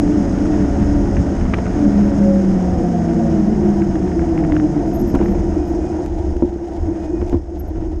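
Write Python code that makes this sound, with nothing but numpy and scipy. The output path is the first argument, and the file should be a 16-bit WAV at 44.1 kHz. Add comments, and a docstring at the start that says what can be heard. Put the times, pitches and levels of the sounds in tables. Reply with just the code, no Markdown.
"""Tread hum of a fat bike: two rows of blocks meet a village road, tones falling in pitch as it coasts and brakes.
Shaped noise and grains give the ground shaking the frame and camera case, then dirt crunching on a grassy track.
Decaying resonators thump at bumps; short noise bursts are knocks, clacks, clicks and snapping stones.
Narrow noise chirps like brake pads, wavering sines of fixed pitch sing in disc and tube,
low noise buffets the case as wind."""
import sys
import numpy as np
from scipy import signal
from scipy.fft import rfft, irfft
from scipy.io import wavfile
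from scipy.ndimage import uniform_filter1d, minimum_filter1d

SR = 44100
rng = np.random.default_rng(int(sys.argv[2]) if len(sys.argv) > 2 else 0)


def inscribe(sig):
    """Save sig as 16-bit PCM at rate SR to the path in sys.argv[1].

    A 1-D sig is mono; a 2-D sig holds one channel per row.
    Samples are clipped to [-1, 1] before scaling.
    """
    pcm = np.round(np.clip(np.atleast_2d(sig).T, -1, 1) * 32767)
    wavfile.write(sys.argv[1], SR, pcm.astype(np.int16))


N = 352800
TIME_S = np.arange(N) / SR

# All *_COLOUR: relative spectral density [f/Hz, level/dB]; the noise is then scaled to rms 1.

# riding speed as the block rate of the centre row [t/s, f/Hz]
BLOCK_RATE = [(0.0, 289), (0.14, 297), (0.29, 275), (0.5, 305), (0.74, 279), (0.93, 293), (1.1, 275),
              (1.25, 285), (1.4, 280), (1.66, 297), (1.78, 299), (1.9, 281), (2.1, 283), (2.3, 275),
              (2.6, 255), (2.9, 238), (3.3, 225), (3.55, 213), (3.95, 187.5), (4.2, 169), (4.5, 155.4),
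              (4.75, 148), (4.92, 138), (5.6, 95.5)]
COAST_HZ, SHOULDER_RATIO = 285, .725  # reference block rate; shoulder rate / centre rate
# load on the tread rows as the bike leans [t/s, centre level/dB, shoulder level/dB]
ROW_LOAD = [(0.04, -14.5, -24), (.35, -19, -27), (.58, -16, -33), (.75, -19, -27), (.88, -18, -15.5),
            (1.05, -17, -27), (1.77, -20.5, -24), (1.86, -12, -15), (1.97, -18.5, -12), (2.14, -15, -18),
            (2.22, -18.5, -11), (2.6, -12, -14), (2.8, -12.5, -15.5), (3.3, -11, -15.5), (3.45, -12.5, -21),
            (3.7, -13.5, -18), (3.92, -19, -23), (4.15, -19, -35), (4.55, -17, -23.5), (4.85, -21, -39),
            (5.05, -19, -24), (5.5, -28.5, -28.5)]
OCTAVE_DB, SUM_DB = -1, 3.5  # centre octave re centre tone; sum tone re shoulder tone
# resonance of tyre and frame with the main tread tones [f/Hz, level/dB]
TYRE_RESPONSE = [(90, -6.5), (130, -10), (165, -5.5), (188, -2.5), (205, 0), (226, -7), (256, -20),
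                 (276, -7.5), (292, 0.5), (325, 3), (362, -0.5), (390, -29), (515, -30), (565, -13.5),
                 (610, -21.5)]
# weaker tread tones [multiple of block rate, level/dB]
OVERTONES = [(.89, -25.5), (1.09, -31.5), (1.45, -24.5), (2, -31), (2.175, -40.5), (2.93, -37.5),
             (3.01, -33), (3.625, -36.5), (4, -37), (4.302, -34), (5, -33.5)]
# frame response to the weaker tones [f/Hz, level/dB]
FRAME_RESPONSE = [(150, -6), (178, -12), (194, 5), (216, -7), (260, -1), (345, -2), (390, -8.5),
                  (470, -3.5), (600, -13.5), (670, 0.5), (715, 2.5), (770, -7), (1000, -23.5),
                  (1500, -17.5)]
# firmness of block slap, acting on the weaker tones [t/s, level/dB]
SLAP = [(0, 1.5), (2.4, 1), (3.2, 2.5), (4, -2.5), (4.8, -2.5), (4.92, 2.5), (5.05, -3), (5.3, -2),
        (6.1, -26)]
HUM_ROUGH, OVERTONE_ROUGH = .17, .55  # unevenness at COAST_HZ; HUM_ROUGH is for multiple 1
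# soft ground hushing the main tones and case boom [start t/s, end t/s, hum level/dB, boom level/dB]
SOFT_GROUND = [(1.365, 1.749, -20, -4), (5.551, 8.5, -51, 0)]
GROUND_CHANGE_S = 0.11

# how hard the ground shakes the bike [t/s, level/dB]
SHAKE = [(0, 2), (.8, 2), (1.5, 0.5), (1.9, 1.5), (3.1, 1), (4.5, 1.5), (5.3, 3), (6.04, 3), (6.09, -4),
         (6.28, 1), (6.4, -4), (6.56, -5), (6.85, -1), (7.27, -1.5), (7.43, -8), (7.8, -4), (8, -7.5)]
# rolling bands before the case gain [level/dB at COAST_HZ and 0 dB shake, dB per dB speed, dB per dB shake]
DRONE_LAW = (-21, 1, 1.08)
BOOM_LAW = (-24.5, -0.36, 0.86)
RATTLE_LAW = (-32, 0.22, 1)
GRIT_LAW = (-41.5, 0.79, 0.93)
HISS_LAW = (-49, 0.54, 1)
# drone of the rolling tyres [f/Hz, level/dB]
DRONE_COLOUR = [(70, -17), (110, 2.5), (150, -3), (200, 9.5), (235, -3), (270, 0), (340, -26)]
# boom of the case [f/Hz, level/dB]
BOOM_COLOUR = [(200, -25.5), (260, -12), (295, 1.5), (325, 6.5), (355, 5.5), (385, -15.5), (430, -14),
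               (490, -26.5), (600, -49.5)]
# rattle of the shaken bike [f/Hz, level/dB]
RATTLE_COLOUR = [(400, 4.5), (490, 3.5), (560, 1.5), (650, 5.5), (710, 5), (780, 0), (860, -3.5), (950, -3),
                 (1050, -15), (1400, -44)]
# grit under the tread [f/Hz, level/dB]
GRIT_COLOUR = [(800, -10.5), (1060, 2), (1250, 2.5), (1500, 4), (1680, 0), (1870, 0), (2200, -5),
               (2600, -9.5), (3200, -13.5), (4200, -18.5), (6000, -33)]
# rolling hiss [f/Hz, level/dB]
HISS_COLOUR = [(1900, -20.5), (2500, -11), (3100, -6), (3900, -15), (4600, -7), (5050, 1.5), (5500, 0.5),
               (6100, -2.5), (6450, 5), (7000, -6), (8000, -9.5), (9400, -13), (10000, -20.5), (10800, -34),
               (14000, -35.5)]
TRACK_START_S = 6.06
LUMP_DB, LUMPS_PER_S = 1.5, 14  # tufts and hollows of the track: spread and rate of boom lumps
# dirt crunching under the tread [f/Hz, level/dB]
CRUNCH_COLOUR = [(350, -8.5), (480, 3.5), (700, 11), (900, 5), (1150, -25.5), (1800, -14.5), (2600, -20),
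                 (3400, -19.5), (4300, -24), (6500, -22.5), (9000, -35), (13000, -40)]
CRUNCH_DB, CRUNCH_GRAINS_PER_S, CRUNCH_CLUMP_DB = -39.5, 1500, 10  # level at 0 dB shake, before case gain
# narrow resonances of the camera case [f/Hz, bandwidth/Hz, added path level/dB]
CASE_PEAKS = [(717, 28, -7.5), (949, 9.8, -5.5), (1860, 53, -8), (2940, 80, -11), (5040, 77, -6.5),
              (5370, 100, -9.5), (5850, 90, -8), (6600, 47, -11), (6860, 70, -10), (7060, 80, -7)]

# wheel blows and rebounds [t/s, first-12-ms rms level/dB, tyre thump f/Hz]
BUMPS = [(1.534, -22, 330), (1.583, -20, 200), (5.141, -11.5, 285), (5.1555, -14, 280), (5.170, -18.5, 280),
         (5.202, -20, 205), (5.2165, -19, 205), (6.363, -21, 300), (6.4232, -8, 320), (6.4350, -9.5, 275),
         (6.4496, -20, 345), (6.560, -23, 330), (7.2175, -20, 345), (7.2262, -17, 345),
         (7.3285, -14.5, 285), (7.343, -13, 280), (7.3575, -23, 340), (7.780, -25, 330), (7.824, -23, 330)]
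# ringing of frame and case [f/Hz, level/dB re thump, t60/s]
BODY_MODES = [(75, -19, .09), (295, -13, .08), (345, -3, .085), (425, -14, .06), (525, -17, .04),
              (700, -17, .03), (940, -20, .02)]
THUMP_T60_S = .06

# sharp knocks of the bike [t/s, nominal peak level/dB, decay/s]
KNOCKS = [(1.410, -26, .007), (1.453, -25, .005), (1.464, -26, .003), (1.5365, -9, .004),
          (1.541, -17, .003), (1.585, -22, .005), (5.149, -21, .009), (5.209, -27, .008),
          (6.423, -32, .005), (7.213, -33, .012), (7.327, -31, .008), (7.606, -40, .006),
          (7.757, -38.5, .012)]
# knock spectrum [f/Hz, level/dB]
KNOCK_COLOUR = [(300, -7), (600, 2), (950, 2), (1200, 6), (1450, 6.5), (1800, 1), (2300, -2), (2900, -6),
                (3900, -20), (6400, -35), (9500, -43), (12000, -66)]
# loose parts clacking [t/s, nominal peak level/dB, decay/s]
CLACKS = [(1.537, -13, .003), (1.586, -13, .005), (4.499, -18, .005), (5.148, -14, .005),
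          (5.159, -12.5, .007), (5.202, -13, .008), (5.214, -15, .008), (6.4228, -7.5, .0035),
          (7.216, -20, .005), (7.330, -20, .009), (7.347, -23, .007), (7.680, -26, .012),
          (7.783, -28, .012)]
# clack spectrum [f/Hz, level/dB]
CLACK_COLOUR = [(300, -13), (430, 9.5), (560, 5.5), (780, 3.5), (950, 0), (1200, -23), (2200, -37),
                (4000, -36.5)]
# stones snapping out from under the tread [t/s, nominal peak level/dB, decay/s]
STONES = [(1.168, -20, .003), (1.572, -25, .002), (1.657, -26, .002), (1.665, -20.5, .0025),
          (3.819, -24, .004), (3.955, -22, .003), (4.076, -26, .003), (4.118, -24, .002),
          (4.193, -25, .003), (4.217, -25, .003), (4.377, -18.5, .0016), (4.389, -27, .004),
          (4.438, -25, .004), (4.447, -25, .003), (4.5215, -13.5, .0015), (4.5655, -14, .0015),
          (4.599, -20, .0014), (5.189, -25, .0025), (5.226, -26, .003), (5.259, -23, .0025),
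          (5.283, -24, .002)]
# stone spectrum [f/Hz, level/dB]
STONE_COLOUR = [(400, 0), (950, 2.5), (1450, 7.5), (2300, 0), (3000, -10), (3900, -22.5), (6400, -34.5),
                (11000, -56.5)]
# gravelly verge with smaller stones [start t/s, end t/s]
VERGE_SPAN_S = (3.75, 5.7)
SMALL_STONE_DB, SMALL_STONE_DECAY_S = -31, 0.0013
SKITTER_S, SKITTER_LOSS_DB = 0.012, 15.5  # second, softer touch: delay scale, loss
# bright dry clicks [t/s, nominal peak level/dB, decay/s]
CLICKS = [(5.150, -29, .005), (6.061, -26.5, .001), (6.367, -32, .001), (7.296, -26, .001)]
# click spectrum [f/Hz, level/dB]
CLICK_COLOUR = [(300, 3), (1500, 0), (4000, -7), (6500, -8), (10000, -15), (14000, -21)]

# brake pads brushing the disc [t/s, level/dB, bell sigma/s]
CHIRPS = [(4.886, -65, 0.013), (4.954, -44, 0.011), (5.006, -42, 0.0076), (5.09, -49, .013),
          (5.25, -63, 0.018), (5.317, -61, 0.018), (5.685, -62, .015), (6.058, -62, 0.0045),
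          (7.601, -43, 0.0065), (7.682, -58, 0.0064)]
# chirp spectrum [f/Hz, level/dB]
CHIRP_COLOUR = [(11700, -41), (12250, -27.5), (12480, -1), (12700, -29), (13200, -35)]
# faint disc singing as the pads drag [start t/s, end t/s, level/dB]
DISC_SONG = [(5.567, 5.92, -59), (6.948, 7.3, -63)]
# ringing frame tube [t/s, level/dB]
TUBE_RING = [(2.0, -50), (2.1, -26), (2.2, -33), (2.31, -20), (2.4, -20.5), (2.44, -38), (2.85, -35),
             (3.08, -46), (3.25, -30), (3.5, -50), (3.9, -85)]
DISC_HZ, TUBE_HZ = 2470, 551

# slowly changing airflow over the case [t/s, level/dB]
AIRFLOW = [(0, -21.5), (1.5, -22.5), (2.0, -21.5), (2.9, -26.5), (4.3, -23), (4.7, -26.5), (5.4, -18),
           (6.0, -28.5), (6.45, -24.5), (6.65, -32), (7.0, -27.5), (7.8, -28), (8, -20.5)]
# strongest buffets [t/s, peak level/dB, bell sigma/s]
GUSTS = [(.9, -16.5, 0.16), (1.2, -13.5, 0.03), (1.44, -13, 0.031), (1.59, -22, 0.018), (2.1, -22, 0.023),
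         (2.74, -16, 0.039), (3.32, -23, 0.022), (3.63, -19.5, 0.032), (4.2, -21, 0.03),
         (4.51, -17.5, 0.028), (5.81, -21, 0.021), (6.19, -21, 0.11), (6.34, -22, 0.046),
         (6.83, -18, 0.051), (7.22, -21, 0.051), (7.36, -16, 0.033), (7.62, -25, 0.024), (7.78, -22, 0.096)]
# wind eddies [f/Hz, level/dB]
WIND_COLOUR = [(10, -18.5), (20, -3), (40, 1.5), (58, 0), (74, 6.5), (92, -5.5), (120, -18.5), (200, -21.5)]
# small eddies that grow with speed [f/Hz, level/dB]
FLUTTER_COLOUR = [(70, -19), (105, 3), (128, -3), (170, -12.5), (260, -22)]
FLUTTER_DB = -12.5  # re main eddies, at COAST_HZ

CUTOFF_HZ = 15000


def tread_hum():
    """Block-rate tones of two rows swell as the falling speed sweeps them through resonances."""
    block_hz = in_time(BLOCK_RATE)[0]
    slap = from_db(in_time(SLAP)[0])
    centre_db, shoulder_db = in_time(ROW_LOAD)
    blocks = np.cumsum(block_hz) / SR
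    unsteady = COAST_HZ / block_hz  # a slower tyre hums less evenly
    main_tones = [
        (1, centre_db),
        (2, centre_db + OCTAVE_DB),
        (SHOULDER_RATIO, shoulder_db),
        (1 + SHOULDER_RATIO, shoulder_db + SUM_DB),
    ]
    strong = np.zeros(N)
    for multiple, level_db in main_tones:
        gain = from_db(level_db + at_hz(TYRE_RESPONSE, multiple * block_hz))
        rough = HUM_ROUGH * multiple * unsteady ** 1.43
        strong += gain * tone(multiple * blocks, rough, rate_hz=31)
    weak = np.zeros(N)
    for multiple, level_db in OVERTONES:
        gain = from_db(level_db + at_hz(FRAME_RESPONSE, multiple * block_hz))
        # uneven block timing blurs higher tones more
        weak += gain * tone(multiple * blocks, OVERTONE_ROUGH * unsteady, rate_hz=9 * multiple)
    return softness()[0] * strong + slap * weak


def softness():
    """Gains of main hum tones and case boom as the tyres cross slush and grass."""
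    return from_db(sum(np.outer(levels_db, during(start, end, GROUND_CHANGE_S))
                       for start, end, *levels_db in SOFT_GROUND))


def rolling():
    """Ground texture shakes tyres, frame and case; grit crackles under the tread."""
    speed_db = 20 * np.log10(in_time(BLOCK_RATE)[0] / COAST_HZ)
    shake_db = in_time(SHAKE)[0]
    drone, boom, rattle, grit, hiss = [
        from_db(level_db + by_speed * speed_db + by_shake * shake_db)
        for level_db, by_speed, by_shake in (DRONE_LAW, BOOM_LAW, RATTLE_LAW, GRIT_LAW, HISS_LAW)]

    grain_db = 3.6 * np.minimum(rng.exponential(1, N), 4)
    grains = (rng.random(N) < 900 / SR) * rng.standard_normal(N) * from_db(grain_db)
    grit_bed = rough_noise(GRIT_COLOUR, patchy_db=1.0, rate_hz=46)
    crackle = rms_one(grit_bed + 0.44 * coloured(GRIT_COLOUR, grains))

    on_track = TIME_S > TRACK_START_S
    jolts = from_db(0.5 * drift(3.3) + 0.6 * on_track * drift(30))  # shared by rattle and grit
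    lumps = from_db(LUMP_DB * on_track * drift(LUMPS_PER_S))
    low = drone * evened(rough_noise(DRONE_COLOUR, patchy_db=2.0, rate_hz=9.3), span_s=0.34)
    boom_noise = evened(rough_noise(BOOM_COLOUR, patchy_db=1.5, rate_hz=5.9), span_s=0.46)
    low += softness()[1] * lumps * boom * boom_noise
    high = rattle * rough_noise(RATTLE_COLOUR, patchy_db=1.0, rate_hz=54) + grit * crackle
    return low + jolts * high + hiss * rough_noise(HISS_COLOUR, patchy_db=0.95, rate_hz=69)


def crunch():
    """On the track, dirt gives way under the tread in clumps of small grains."""
    clumps = from_db(CRUNCH_CLUMP_DB * np.minimum(drift(22), 1))
    grains = (rng.random(N) < CRUNCH_GRAINS_PER_S / SR) * rng.standard_normal(N) * clumps
    level = from_db(CRUNCH_DB + in_time(SHAKE)[0]) * (TIME_S > TRACK_START_S)
    return level * coloured(CRUNCH_COLOUR, grains)


def through_case(x):
    """Parallel narrow resonances of the case add to the ground noise."""
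    out = x.copy()
    for hz, width_hz, level_db in CASE_PEAKS:
        r = np.exp(-np.pi * width_hz / SR)
        poles = [1, -2 * r * np.cos(2 * np.pi * hz / SR), r * r]
        out += from_db(level_db) * (1 - r * r) / 2 * signal.lfilter([1, 0, -1], poles, x)
    return out


def bumps():
    """Each blunt blow or rebound thumps the tyre at its own pitch and rings frame and case."""
    shudder, shudder_s, contact_hz, first_cycles_s = .15, .006, 480, .012
    out, after_s = np.zeros(N), TIME_S[:SR // 4]
    soft = signal.butter(2, contact_hz, fs=SR, output="sos")
    for s, level_db, thump_hz in BUMPS:
        force = rng.standard_normal(len(after_s)) * after_s * np.exp(-after_s / shudder_s)
        force *= shudder / np.linalg.norm(force)
        force[0] += 1  # the blow itself
        blunt = signal.sosfilt(soft, force)
        thud = ring(blunt, thump_hz, THUMP_T60_S)
        for hz, mode_db, t60_s in BODY_MODES:
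            thud += from_db(mode_db) * ring(blunt, hz, t60_s)
        at = round(s * SR)
        first_rms = thud[after_s < first_cycles_s].std()
        out[at:at + len(thud)] += from_db(level_db) * thud[:N - at] / first_rms
    return out


def knocks(count=28):
    """Short noise bursts: knocks and clacks of the bike, snapping and skittering stones; also bright dry clicks."""
    small = [(rng.uniform(*VERGE_SPAN_S), SMALL_STONE_DB, SMALL_STONE_DECAY_S) for _ in range(count)]
    skitter = [(s + SKITTER_S * rng.uniform(0.46, 2.7), level_db - SKITTER_LOSS_DB, decay_s)
               for s, level_db, decay_s in STONES]
    bike = short_bursts(KNOCKS, KNOCK_COLOUR) + short_bursts(CLACKS, CLACK_COLOUR)
    stones = short_bursts(STONES + skitter + small, STONE_COLOUR)
    return bike + stones + short_bursts(CLICKS, CLICK_COLOUR)


def metal():
    """Brake pads excite narrow-band chirps and a singing disc; a frame tube rings at fixed pitch."""
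    squeak = evened(coloured(CHIRP_COLOUR, rng.standard_normal(N)), span_s=0.018)
    chirps = swells(CHIRPS) * squeak
    dragging = sum(from_db(level_db) * during(start, end, fade_s=.08) for start, end, level_db in DISC_SONG)
    song = dragging * tone(DISC_HZ * TIME_S, rough=0.46, rate_hz=15)
    tube = from_db(in_time(TUBE_RING)[0]) * tone(TUBE_HZ * TIME_S, rough=0.24, rate_hz=8)
    return chirps + song + tube


def wind():
    """Eddies buffet the case in slowly changing flow and gusts; the share of small eddies grows with speed."""
    flow = from_db(in_time(AIRFLOW)[0])
    speed = in_time(BLOCK_RATE)[0] / COAST_HZ
    flutter = from_db(FLUTTER_DB) * speed ** 2 * rough_noise(FLUTTER_COLOUR, patchy_db=0.0, rate_hz=6.4)
    eddies = rough_noise(WIND_COLOUR, patchy_db=1.5, rate_hz=15) + flutter
    return np.hypot(flow, swells(GUSTS)) * evened(eddies, span_s=0.11)


def short_bursts(rows, colour, rise_s=0.00029):
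    """Noise bursts that rise at once and die away within milliseconds."""
    strength, after_s = np.zeros(N), TIME_S[:SR // 10]
    for s, level_db, decay_s in rows:
        at = round(s * SR)
        fall = np.exp(-after_s / decay_s) * (1 - np.exp(-(after_s / rise_s) ** 2))
        strength[at:at + len(fall)] += from_db(level_db) * fall / fall.max()
    noise = evened(coloured(colour, rng.standard_normal(N)), span_s=0.0045)
    return strength * noise / 2  # noise peaks reach about twice the rms


def ring(force, hz, t60_s):
    """Two-pole resonator: a unit click starts a decaying sine of height 1."""
    r, w = from_db(-60 / (t60_s * SR)), 2 * np.pi * hz / SR
    return signal.lfilter([0, np.sin(w)], [1, -2 * r * np.cos(w), r * r], force + 1e-18)


def tone(cycles, rough, rate_hz):
    """Sine of rms 1 whose strength and phase wander."""
    phase = (2 * np.pi * (cycles % 1)).astype(np.float32)
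    in_phase = (1 + rough * drift(rate_hz)) * np.cos(phase)
    quadrature = rough * drift(rate_hz) * np.sin(phase)
    return rms_one(in_phase - quadrature)


def rough_noise(colour, patchy_db, rate_hz):
    """Noise arriving in uneven surges, through a body's response."""
    return coloured(colour, rng.standard_normal(N) * from_db(patchy_db * drift(rate_hz)))


def coloured(colour, x):
    """Give an excitation a spectrum; rms 1."""
    hz = np.arange(N // 2 + 1) * SR / N
    return rms_one(irfft(rfft(x) * from_db(at_hz(colour, hz)), N))


def drift(rate_hz):
    """Slow random curve of rms 1, about rate_hz changes a second."""
    step = 20  # samples per point
    size = N // step
    hz = np.arange(size // 2 + 1) * SR / N
    slow = irfft(rfft(rng.standard_normal(size)) / (1 + (hz / rate_hz) ** 2) ** 2, size)
    return np.interp(np.arange(N) / step, np.arange(size), rms_one(slow))


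def evened(x, span_s):
    """Level out slow power changes with a twice-smoothed running power."""
    size = max(int(span_s * SR * .75), 1)
    power = uniform_filter1d(uniform_filter1d(x ** 2, size), size)
    return x / np.sqrt(power + 0.11)  # floor limits the lift


def swells(rows):
    """Sum of bell-shaped rises and falls, one a row."""
    out = np.zeros(N)
    for s, level_db, sigma_s in rows:
        near = abs(TIME_S - s) < 5 * sigma_s
        out[near] += from_db(level_db) * np.exp(-.5 * ((TIME_S[near] - s) / sigma_s) ** 2)
    return out


def during(start, end, fade_s):
    """One between two times, zero outside, with sloping edges."""
    return np.clip(np.minimum(TIME_S - start, end - TIME_S) / fade_s + .5, 0, 1)


def in_time(rows):
    """Each column of a curve at every sample."""
    s, *columns = np.transpose(rows)
    return [np.interp(TIME_S, s, c) for c in columns]


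def at_hz(points, hz):
    """Read a spectrum in dB on a log-frequency axis."""
    f, db = np.transpose(points)
    return np.interp(np.log(hz + 1e-3), np.log(f), db, left=-100, right=-100)


def from_db(db):
    """Decibels to gain."""
    return 10 ** (np.asarray(db) / 20)


def rms_one(x):
    """Scale to unit power."""
    return x / np.sqrt(np.mean(x ** 2) + 1e-20)


def scene(case_db=-1.0):
    """Sum of all sources at one microphone riding with the bike."""
    ground = from_db(case_db) * through_case(rolling() + crunch())
    return (tread_hum() + ground + bumps() + knocks() + metal() + wind())[None]


def record(dry):
    """A fast limiter holds down the highest peaks; a low-pass cuts the top."""
    ceiling, size = .8, SR // 400
    gain = minimum_filter1d(ceiling / np.maximum(abs(dry), ceiling), 2 * size)
    limited = dry * uniform_filter1d(uniform_filter1d(gain, size), size)
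    return signal.sosfilt(signal.cheby2(12, 70, CUTOFF_HZ, fs=SR, output="sos"), limited)


dry = scene()
out = record(dry)
inscribe(out)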